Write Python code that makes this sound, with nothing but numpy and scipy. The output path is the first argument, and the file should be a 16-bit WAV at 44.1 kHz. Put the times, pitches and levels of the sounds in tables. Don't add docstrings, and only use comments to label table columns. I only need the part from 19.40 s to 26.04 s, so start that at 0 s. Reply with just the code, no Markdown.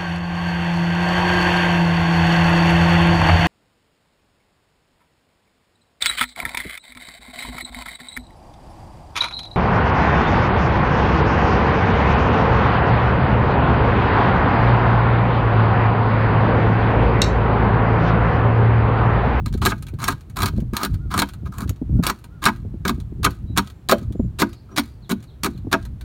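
import sys
import numpy as np
from scipy import signal
from scipy.fft import rfft, irfft
from scipy.io import wavfile
from scipy.ndimage import uniform_filter1d

SR = 44100
rng = np.random.default_rng(int(sys.argv[2]) if len(sys.argv) > 2 else 0)


def unload_wav(signal):
    wavfile.write(
        sys.argv[1],
        SR,
        np.round(np.clip(np.atleast_2d(signal).T, -1, 1) * 32767).astype(np.int16),
    )


N = 292812
TIME = np.arange(N) / SR

# (start [s], length [s], grit level [dB], seat ring over grit [dB],
# hull boom over seat ring [dB], fine splinters [dB])
STROKES = [(0.214, 0.1, -33, 1.5, -3.5, -1.5), (0.586, 0.141, -38, 6, -6.5, 1.5),
           (0.958, 0.13, -37, 6.5, -4.5, 3.5), (1.332, 0.13, -39.5, 10.5, -4.5, 2.5),
           (1.702, 0.072, -38.5, 9, -4, -1), (2.053, 0.02, -56, 14.5, 3, 6),
           (2.118, 0.13, -59.5, 15.5, -2, 11), (2.625, 0.077, -33, 6.5, -8, 0),
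           (3.018, 0.075, -35.5, 9.5, -8, 2), (3.45, 0.054, -39.5, 5.5, 1, 4),
           (3.83, 0.028, -34.5, 3, -3, 4.5), (4.162, 0.034, -37, 12, -4, 0),
           (4.488, 0.041, -29.5, 1.5, -9.5, 2), (4.986, 0.04, -24, -1, 0.5, 2.5),
           (5.286, 0.058, -68.5, 15, 12.5, -5.5), (5.361, 0.036, -25.5, -7, -3, -3),
           (5.693, 0.029, -34.5, 6, 4.5, 3), (6.031, 0.034, -31, 5.5, 1.5, 1.5),
           (6.313, 0.03, -28, 3.5, -6, 0)]
# (frequency [Hz], relative level [dB])
SHELL = [(300, 1), (700, -4), (1300, 0), (1950, -0.5), (2900, -3), (4300, 1), (5000, -8.5), (7000, -5),
         (7900, -9.5), (9200, -5), (10500, -11.5), (11500, -8.5), (15800, -13)]


def from_db(db):
    return 10 ** (np.asarray(db) / 20)


def rms_one(x):
    return x / np.sqrt(np.mean(x ** 2) + 1e-20)


def through(x, response):
    return signal.fftconvolve(x, response / np.linalg.norm(response))[:N]


def colour(x, spectrum, size=8192):
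    hz, db = np.transpose(spectrum)
    grid = np.maximum(np.arange(size // 2 + 1) * SR / size, 1)
    gain = from_db(np.interp(np.log(grid), np.log(hz), db))
    cepstrum = irfft(np.log(gain))
    cepstrum[1:size // 2] *= 2
    cepstrum[size // 2 + 1:] = 0
    return through(x, irfft(np.exp(rfft(cepstrum))))


def shelf(x, gain, corner_hz):
    treble = signal.lfilter(*signal.butter(1, corner_hz, "high", fs=SR), x)
    return x + (gain - 1) * treble


def ring(x, modes):
    t = TIME[:SR // 2]
    response = np.zeros(len(t))
    for k, (hz, db, t60) in enumerate(modes):
        decay = from_db(db - 60 * t / t60)
        response += decay * np.sin(2 * np.pi * hz * t + k * np.pi / 2)
    return through(x, response)


def evened(x, span_s):
    power = uniform_filter1d(x ** 2, max(int(span_s * SR), 2))
    return x / np.sqrt(np.abs(power) + 1e-9)


def grains(per_s, spread_db):
    clicks = (rng.random(N) < per_s / SR) * rng.standard_normal(N)
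    return clicks * from_db(spread_db * rng.standard_normal(N))


def drift(per_s):
    knots = rng.standard_normal(N // 4)
    return rms_one(np.interp(TIME * per_s, np.arange(len(knots)), knots))


def bursts(times, levels_db, rise_s, fall_s):
    t = TIME[:SR // 4]
    shape = (1 - np.exp(-t / rise_s)) * np.exp(-t / fall_s)
    power = np.zeros(N + len(t))
    for s, db in zip(times, levels_db):
        at = max(int(s * SR), 0)
        power[at:at + len(t)] += (from_db(db) * shape / shape.max()) ** 2
    return power[:N]


def echoes(x, delay_s, t60, wet_db, top_hz):
    t = TIME[:SR]
    tail = rng.standard_normal(SR) * (t > delay_s) * from_db(-60 * t / t60)
    dull = np.exp(-2 * np.pi * top_hz / SR)
    return from_db(wet_db) * signal.lfilter([1 - dull], [1, -dull], through(x, tail))


def distant_air():
    # (frequency [Hz], relative level [dB])
    air_colour = [(180, -12), (300, -2), (372, -5.5), (517, -13.5), (781, -16), (1240, -20), (2040, -26.5),
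                  (4280, -32), (4960, -36.5), (15500, -40)]
    return from_db(-55) * colour(rng.standard_normal(N), air_colour)


def wind():
    # (time [s], relative level [dB])
    gusts = [(0.0, -22.5), (0.31, -27.5), (0.42, -37), (0.74, -31.5), (0.81, -39), (1.22, -21), (1.46, -39),
             (1.5, -23), (2.0, -36), (2.09, -27.5), (2.14, -39.5), (2.31, -21.5), (2.35, -40),
             (2.57, -18.5), (2.77, -44.5), (3.1, -34.5), (3.92, -25), (3.98, -33), (4.21, -31.5),
             (4.35, -45.5), (4.86, -23), (4.94, -39), (5.07, -34), (5.25, -45), (5.49, -35.5),
             (5.68, -45.5), (5.77, -30.5), (5.84, -43), (6.25, -34), (6.64, -30)]
    # (time [s], relative peak level [dB])
    buffets = [(0.067, -21.5), (0.149, -18), (0.536, -23.5), (1.135, -26), (1.184, -13.5), (1.223, -19),
               (1.331, -16), (1.655, -28), (2.031, -25.5), (2.258, -23), (2.303, -20), (2.417, -16.5),
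               (2.497, -18), (2.527, -23.5), (2.555, -23.5), (2.592, -10.5), (3.251, -23.5), (3.341, -22.5),
               (3.582, -24), (3.721, -25), (3.8, -27.5), (4.1, -23), (4.62, -23), (4.704, -20),
               (4.752, -21), (4.797, -10), (4.848, -21.5), (6.149, -29), (6.248, -25.5), (6.27, -20)]
    # (frequency [Hz], relative level [dB])
    rumble_colour = [(15, -26), (25, -25), (45, 2.5), (70, 3), (120, 0.5), (200, -11.5), (300, -22),
                     (500, -42.5), (1000, -76)]
    # (frequency [Hz], relative level [dB])
    buffet_colour = [(20, -28.5), (50, -4.5), (110, 2), (230, 3.5), (350, -9), (550, -32), (900, -45),
                     (1500, -76.5)]
    wind_db, lump_db, lumps_per_s = 1, 3, 22
    gust_db = np.interp(TIME, *np.transpose(gusts)) + lump_db * drift(lumps_per_s)
    rumble = evened(colour(rng.standard_normal(N), rumble_colour), span_s=.05)
    rumble = rumble * from_db(wind_db + gust_db)
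    s, db = np.transpose(buffets)
    eddies = evened(colour(rng.standard_normal(N), buffet_colour), span_s=0.0039)
    push = np.sqrt(bursts(s - .002, db - 2.0, rise_s=0.0086, fall_s=0.0066))
    treble_gain = np.clip(push / from_db(-20), .1, 2) ** 0.37
    return rumble + push * shelf(eddies, treble_gain, corner_hz=350)


def call(start, length, contour_hz, db, rasp_hz):
    u = np.linspace(0, 1, int(length * SR))
    arc = np.polyfit(np.linspace(0, 1, len(contour_hz)), contour_hz, len(contour_hz) - 1)
    hz = np.polyval(arc, u) + rasp_hz * drift(640)[:len(u)]
    swell = np.sqrt(2 * np.sin(np.pi * u))
    note = from_db(db) * swell * np.sin(2 * np.pi * np.cumsum(hz) / SR)
    return np.pad(note, (int(start * SR), N))[:N]


def birds():
    # (time [s], level [dB])
    cries = [(1.581, -59), (1.875, -66), (2.544, -61), (2.89, -60.5)]
    # (time [s], level [dB])
    slurs = [(5.621, -58), (5.87, -60), (6.125, -63)]
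    # (time [s], length [s], pitch [Hz], level [dB], rasp [Hz])
    whistles = [(4.066, .086, 3900, -62, 15), (4.313, 0.13, 7380, -81, 27), (4.738, 0.15, 7170, -70, 61),
                (5.067, 0.15, 4600, -62.5, 305), (5.31, 0.033, 5760, -61, 23), (5.43, 0.13, 4640, -69, 190)]
    cry_hz, slur_hz = (1170, 1431, 1170), (4400, 3900, 3080)
    out = np.zeros(N)
    for s, db in cries:
        out += call(s, 0.11, cry_hz, db, rasp_hz=10)
    for s, db in slurs:
        out += call(s, 0.048, slur_hz, db, rasp_hz=130)
    for s, length, hz, db, rasp_hz in whistles:
        out += call(s, length, [hz], db, rasp_hz)
    return out + echoes(out, delay_s=0.019, t60=0.28, wet_db=-3, top_hz=7000)


def fractures(vary_db, count=9):
    x = grains(per_s=11000, spread_db=4)
    for hz in np.geomspace(2600, 14500, count):
        resonance = signal.lfilter(*signal.iirpeak(hz, 6, fs=SR), x)
        x = x + resonance * (from_db(vary_db * drift(70).clip(-2, 2)) - 1)
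    return evened(x, span_s=.004)


def seat_ring(x):
    # (frequency [Hz], relative level [dB], undamped time to fall 60 dB [s])
    seat_modes = [(893.5, -3.5, 0.07), (945.6, -0.5, 0.18), (1014, -2, 0.15), (1161, -6.5, 0.088),
                  (1237, 1.5, 0.02), (1253, 3, 0.037), (1475, 0.5, 0.046), (1460, -9.5, 0.08),
                  (1624, 0, 0.036), (1923, -15, 0.087), (2225, -2, 0.025), (2560, -12.5, 0.091),
                  (2670, -19.5, .05)]
    longest_ring_s = .06
    return ring(x, [(hz, db, min(t60, longest_ring_s)) for hz, db, t60 in seat_modes])


def small_chips(count=2):
    loudest_db, range_db = -36, 12
    shortest_flight_s, longest_flight_s = 0.036, .12
    lift_s = np.repeat([start + length for start, length, *_ in STROKES], count)
    height, smallness = rng.random((len(lift_s), 2)).T
    flight_s = shortest_flight_s + (longest_flight_s - shortest_flight_s) * height
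    return np.column_stack([lift_s + flight_s, loudest_db - range_db * smallness])


def debris(snap):
    # (time [s], relative peak level [dB])
    large_chips = [(0.0813, -30), (0.1276, -29), (0.1394, -24.5), (0.176, -31.5), (0.4249, -24.5),
                   (0.468, -29), (0.4848, -28), (0.539, -38.5), (0.8987, -33.5), (1.1773, -35),
                   (1.2027, -31.5), (1.5422, -28), (1.889, -24.5), (1.9366, -29.5), (2.074, -40),
                   (2.2777, -31.5), (2.8421, -29), (3.602, -31.5), (3.907, -26.5), (4.2732, -28.5),
                   (4.3008, -31), (4.5828, -29), (4.7236, -33.5), (5.1312, -31), (5.435, -32), (5.827, -34),
                   (6.4524, -27.5), (6.6108, -28)]
    flight = np.maximum(TIME[:SR // 2] - .03, 0)
    landing = flight * np.exp(-flight / 0.021)
    shower = np.abs(signal.fftconvolve(snap ** 2, landing / landing.sum())[:N])
    patter = evened(grains(per_s=1800, spread_db=4), span_s=.03)
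    crumbs = from_db(-33.5) * np.sqrt(shower) * patter
    s, db = np.vstack([large_chips, small_chips()]).T
    chip_level = np.sqrt(bursts(s - .001, db - 13.0, rise_s=0.00041, fall_s=0.0068))
    landed = crumbs + chip_level * fractures(vary_db=2.5)
    return colour(landed, SHELL) + from_db(-7.5) * seat_ring(landed)


def jams():
    # (time [s], relative level [dB], judder [Hz])
    stops = [(4.521, -6, 577), (5.019, -25, 278), (5.384, -28, 249), (5.712, -27, 255), (6.068, -30.5, 257),
             (6.340, -19.5, 675)]
    push = np.zeros(N)
    for s, db, hz in stops:
        cycles = np.clip((TIME - s) * hz, 0, 20)
        push += from_db(db) * np.sin(2 * np.pi * cycles) * np.exp(-cycles / 2)
    return push


def hull_boom(blow, hull_gain, crunch):
    # (frequency [Hz], relative level [dB], time to fall 60 dB [s])
    hull_modes = [(198.1, -2.5, 0.19), (231.6, -0.5, 0.16), (281.2, 0.5, 0.13), (340, -10, 0.24),
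                  (389, 4, 0.08), (495.6, -1.5, 0.067), (585.5, -6.5, 0.089), (661.6, -0.5, 0.081),
                  (790, 0.5, .06)]
    heave = evened(colour(crunch, [(60, -14), (190, 7.5), (700, -10), (1600, -15.5)]), span_s=0.0032)
    return from_db(-12.5) * ring(blow * hull_gain * heave + from_db(10.5) * jams(), hull_modes)


def seat_panel(blow, bite, crunch):
    # (frequency [Hz], relative level [dB])
    laminate = [(200, -19), (500, -11), (800, -6.5), (1200, 11.5), (1600, -4), (2000, -10.5), (2500, -9),
                (3500, -3), (6000, -29)]
    soft = colour(crunch, [(300, -9.0), (800, 0.5), (1250, -0.5), (1700, -12.5), (4000, -23.5)])
    hard = colour(fractures(vary_db=2), [(600, -17.5), (1300, -3.0), (1600, 2.5), (2400, 2.5), (5000, -13.5)])
    force = blow * evened(soft + from_db(5.0) * bite * hard, span_s=0.0014)
    return from_db(-12.5) * seat_ring(force) + from_db(-14.0) * colour(force, laminate)


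def blade_ring(flex, crunch):
    # (frequency [Hz], relative level [dB], time to fall 60 dB [s])
    blade_modes = [(3120, -9, 0.1), (3300, 0.5, 0.029), (3430, -2, 0.025), (4040, 4, 0.02),
                   (4190, 7.5, 0.013), (4330, 5, 0.026), (4420, 2, 0.033), (5570, -2, 0.055)]
    chatter = evened(colour(crunch, [(1500, -25), (3000, -5.0), (5000, 1), (9000, -12.0)]), span_s=0.0017)
    return from_db(-10.5) * ring(flex * chatter, blade_modes)


def catching_edge():
    snaps_per_s, uneven_db, flake_spread_db = 130, 2.2, 4.0
    when, size = rng.random((int(snaps_per_s * N / SR), 2)).T
    flake_db = flake_spread_db * np.minimum(-np.log(size), 3)
    flakes = bursts(when * N / SR, flake_db, rise_s=.0005, fall_s=.002)
    catching = from_db(uneven_db * drift(160)) ** 2 + flakes
    return catching / catching.mean()


def grinding():
    dig_db_per_s, land_s, lift_s = 54.5, 0.0034, .002
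    jab_bite_db, bite_loss_db_per_s = 1, 38.5
    usual_grit_db, bite_follows = -36, 0.25
    grit, seat, bite, splinters = np.zeros(N), np.zeros(N), np.ones(N), np.ones(N)
    hull_gain = np.full(N, from_db(-30))
    for start, length, grit_db, seat_db, hull_db, splinters_db in STROKES:
        age = TIME - start
        lifting = np.exp(-np.maximum(age - length, 0) / lift_s).clip(1e-9)
        contact = np.clip(age / land_s, 0, 1) * lifting
        depth_db = dig_db_per_s * (np.clip(age, 0, length) - length / 2)
        power = (contact * from_db(grit_db + depth_db)) ** 2
        grit += power
        seat += power * from_db(seat_db) ** 2
        bite_db = jab_bite_db - bite_loss_db_per_s * length + bite_follows * (grit_db - usual_grit_db)
        hull_gain[age >= 0] = from_db(hull_db)
        bite[age >= 0] = from_db(bite_db)
        splinters[age >= 0] = from_db(splinters_db)
    catching = catching_edge()
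    return grit * catching, seat * catching, hull_gain, bite, splinters


def scraper():
    # (time [s], relative snap level [dB], relative seat ring level [dB])
    cracks = [(0.0603, -22, -25), (0.2196, -37, -13), (0.252, -7.5, -22.5), (0.2597, -4.5, -8.5),
              (0.2657, -11.5, -9), (0.3191, -32, -12.5), (0.641, -11, -29), (0.6804, -12, -30),
              (0.684, -8.5, -8.5), (0.9687, -21.5, -23), (1.0043, -21, -19), (1.0205, -14, -20),
              (1.0314, -11.5, -13), (1.059, -12, -41), (1.3673, -11, -24), (1.4324, -10.5, -38),
              (1.4486, -11.5, -33), (1.7402, -17.5, -13), (1.7773, -8.5, -11), (1.7907, -5, -13.5),
              (1.7974, -7, -16.5), (1.82, -9, -9), (2.1836, -31, -27), (2.206, -32, -24),
              (2.2184, -34, -32), (2.2938, -26, -33.5), (2.6369, -15, -38), (2.667, -5.5, -20),
              (2.6745, -14, -16.5), (2.6984, -11.5, -11.5), (3.0405, -12.5, -27), (3.055, -5.5, -34),
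              (3.062, -8.5, -3), (3.07, -14.5, -7), (3.0842, -28.5, -8), (3.452, -20.5, -14),
              (3.4806, -12.5, -22), (3.493, -15, -12), (3.8451, -6.5, -22), (3.8489, -6.5, -9.5),
              (3.863, -27.5, -7), (4.175, -5, -18), (4.1814, -4.5, -7.5), (4.4886, -13.5, -26),
              (4.4952, -8.5, -7), (4.5133, -6.5, -12), (4.5216, -9.5, -7), (4.9926, -36, -35.5),
              (5.02, -11, -4.5), (5.3752, -9.5, -27), (5.3816, -4.5, -10.5), (6.0352, -9.5, -28),
              (6.0452, -12, -17), (6.064, -22, -20), (6.328, -8, -7), (6.3382, -24, -5)]
    s, snap_db, ring_db = np.transpose(cracks)
    grit, seat, hull_gain, bite, splinters = grinding()
    snap = np.sqrt(grit + bursts(s - .001, snap_db - 8, rise_s=.002, fall_s=.0025))
    flex = np.sqrt(from_db(-13.5) * grit + bursts(s - .001, snap_db - 11.5, rise_s=.0008, fall_s=.003))
    blow = np.sqrt(seat + bursts(s - .001, ring_db - 2.0, rise_s=0.00023, fall_s=0.0064))
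    crunch = fractures(vary_db=2.5)
    shells = shelf(colour(snap * crunch, SHELL), splinters, corner_hz=8400)
    body = blade_ring(flex, crunch) + seat_panel(blow, bite, crunch) + hull_boom(blow, hull_gain, crunch)
    return shells, body, snap


def scene():
    shells, body, snap = scraper()
    crunch = shells + debris(snap)
    work = body + crunch + echoes(crunch, delay_s=0.005, t60=0.052, wet_db=-8.0, top_hz=11000)
    yard = echoes(work, delay_s=0.0036, t60=0.24, wet_db=-21.5, top_hz=4000)
    return (work + yard + wind() + birds() + distant_air())[None]


def record(dry):
    low_pass = signal.ellip(12, .2, 80, 16000, fs=SR, output="sos")
    return signal.sosfilt(low_pass, np.clip(dry, -1, 1))


dry = scene()
out = record(dry)
unload_wav(out)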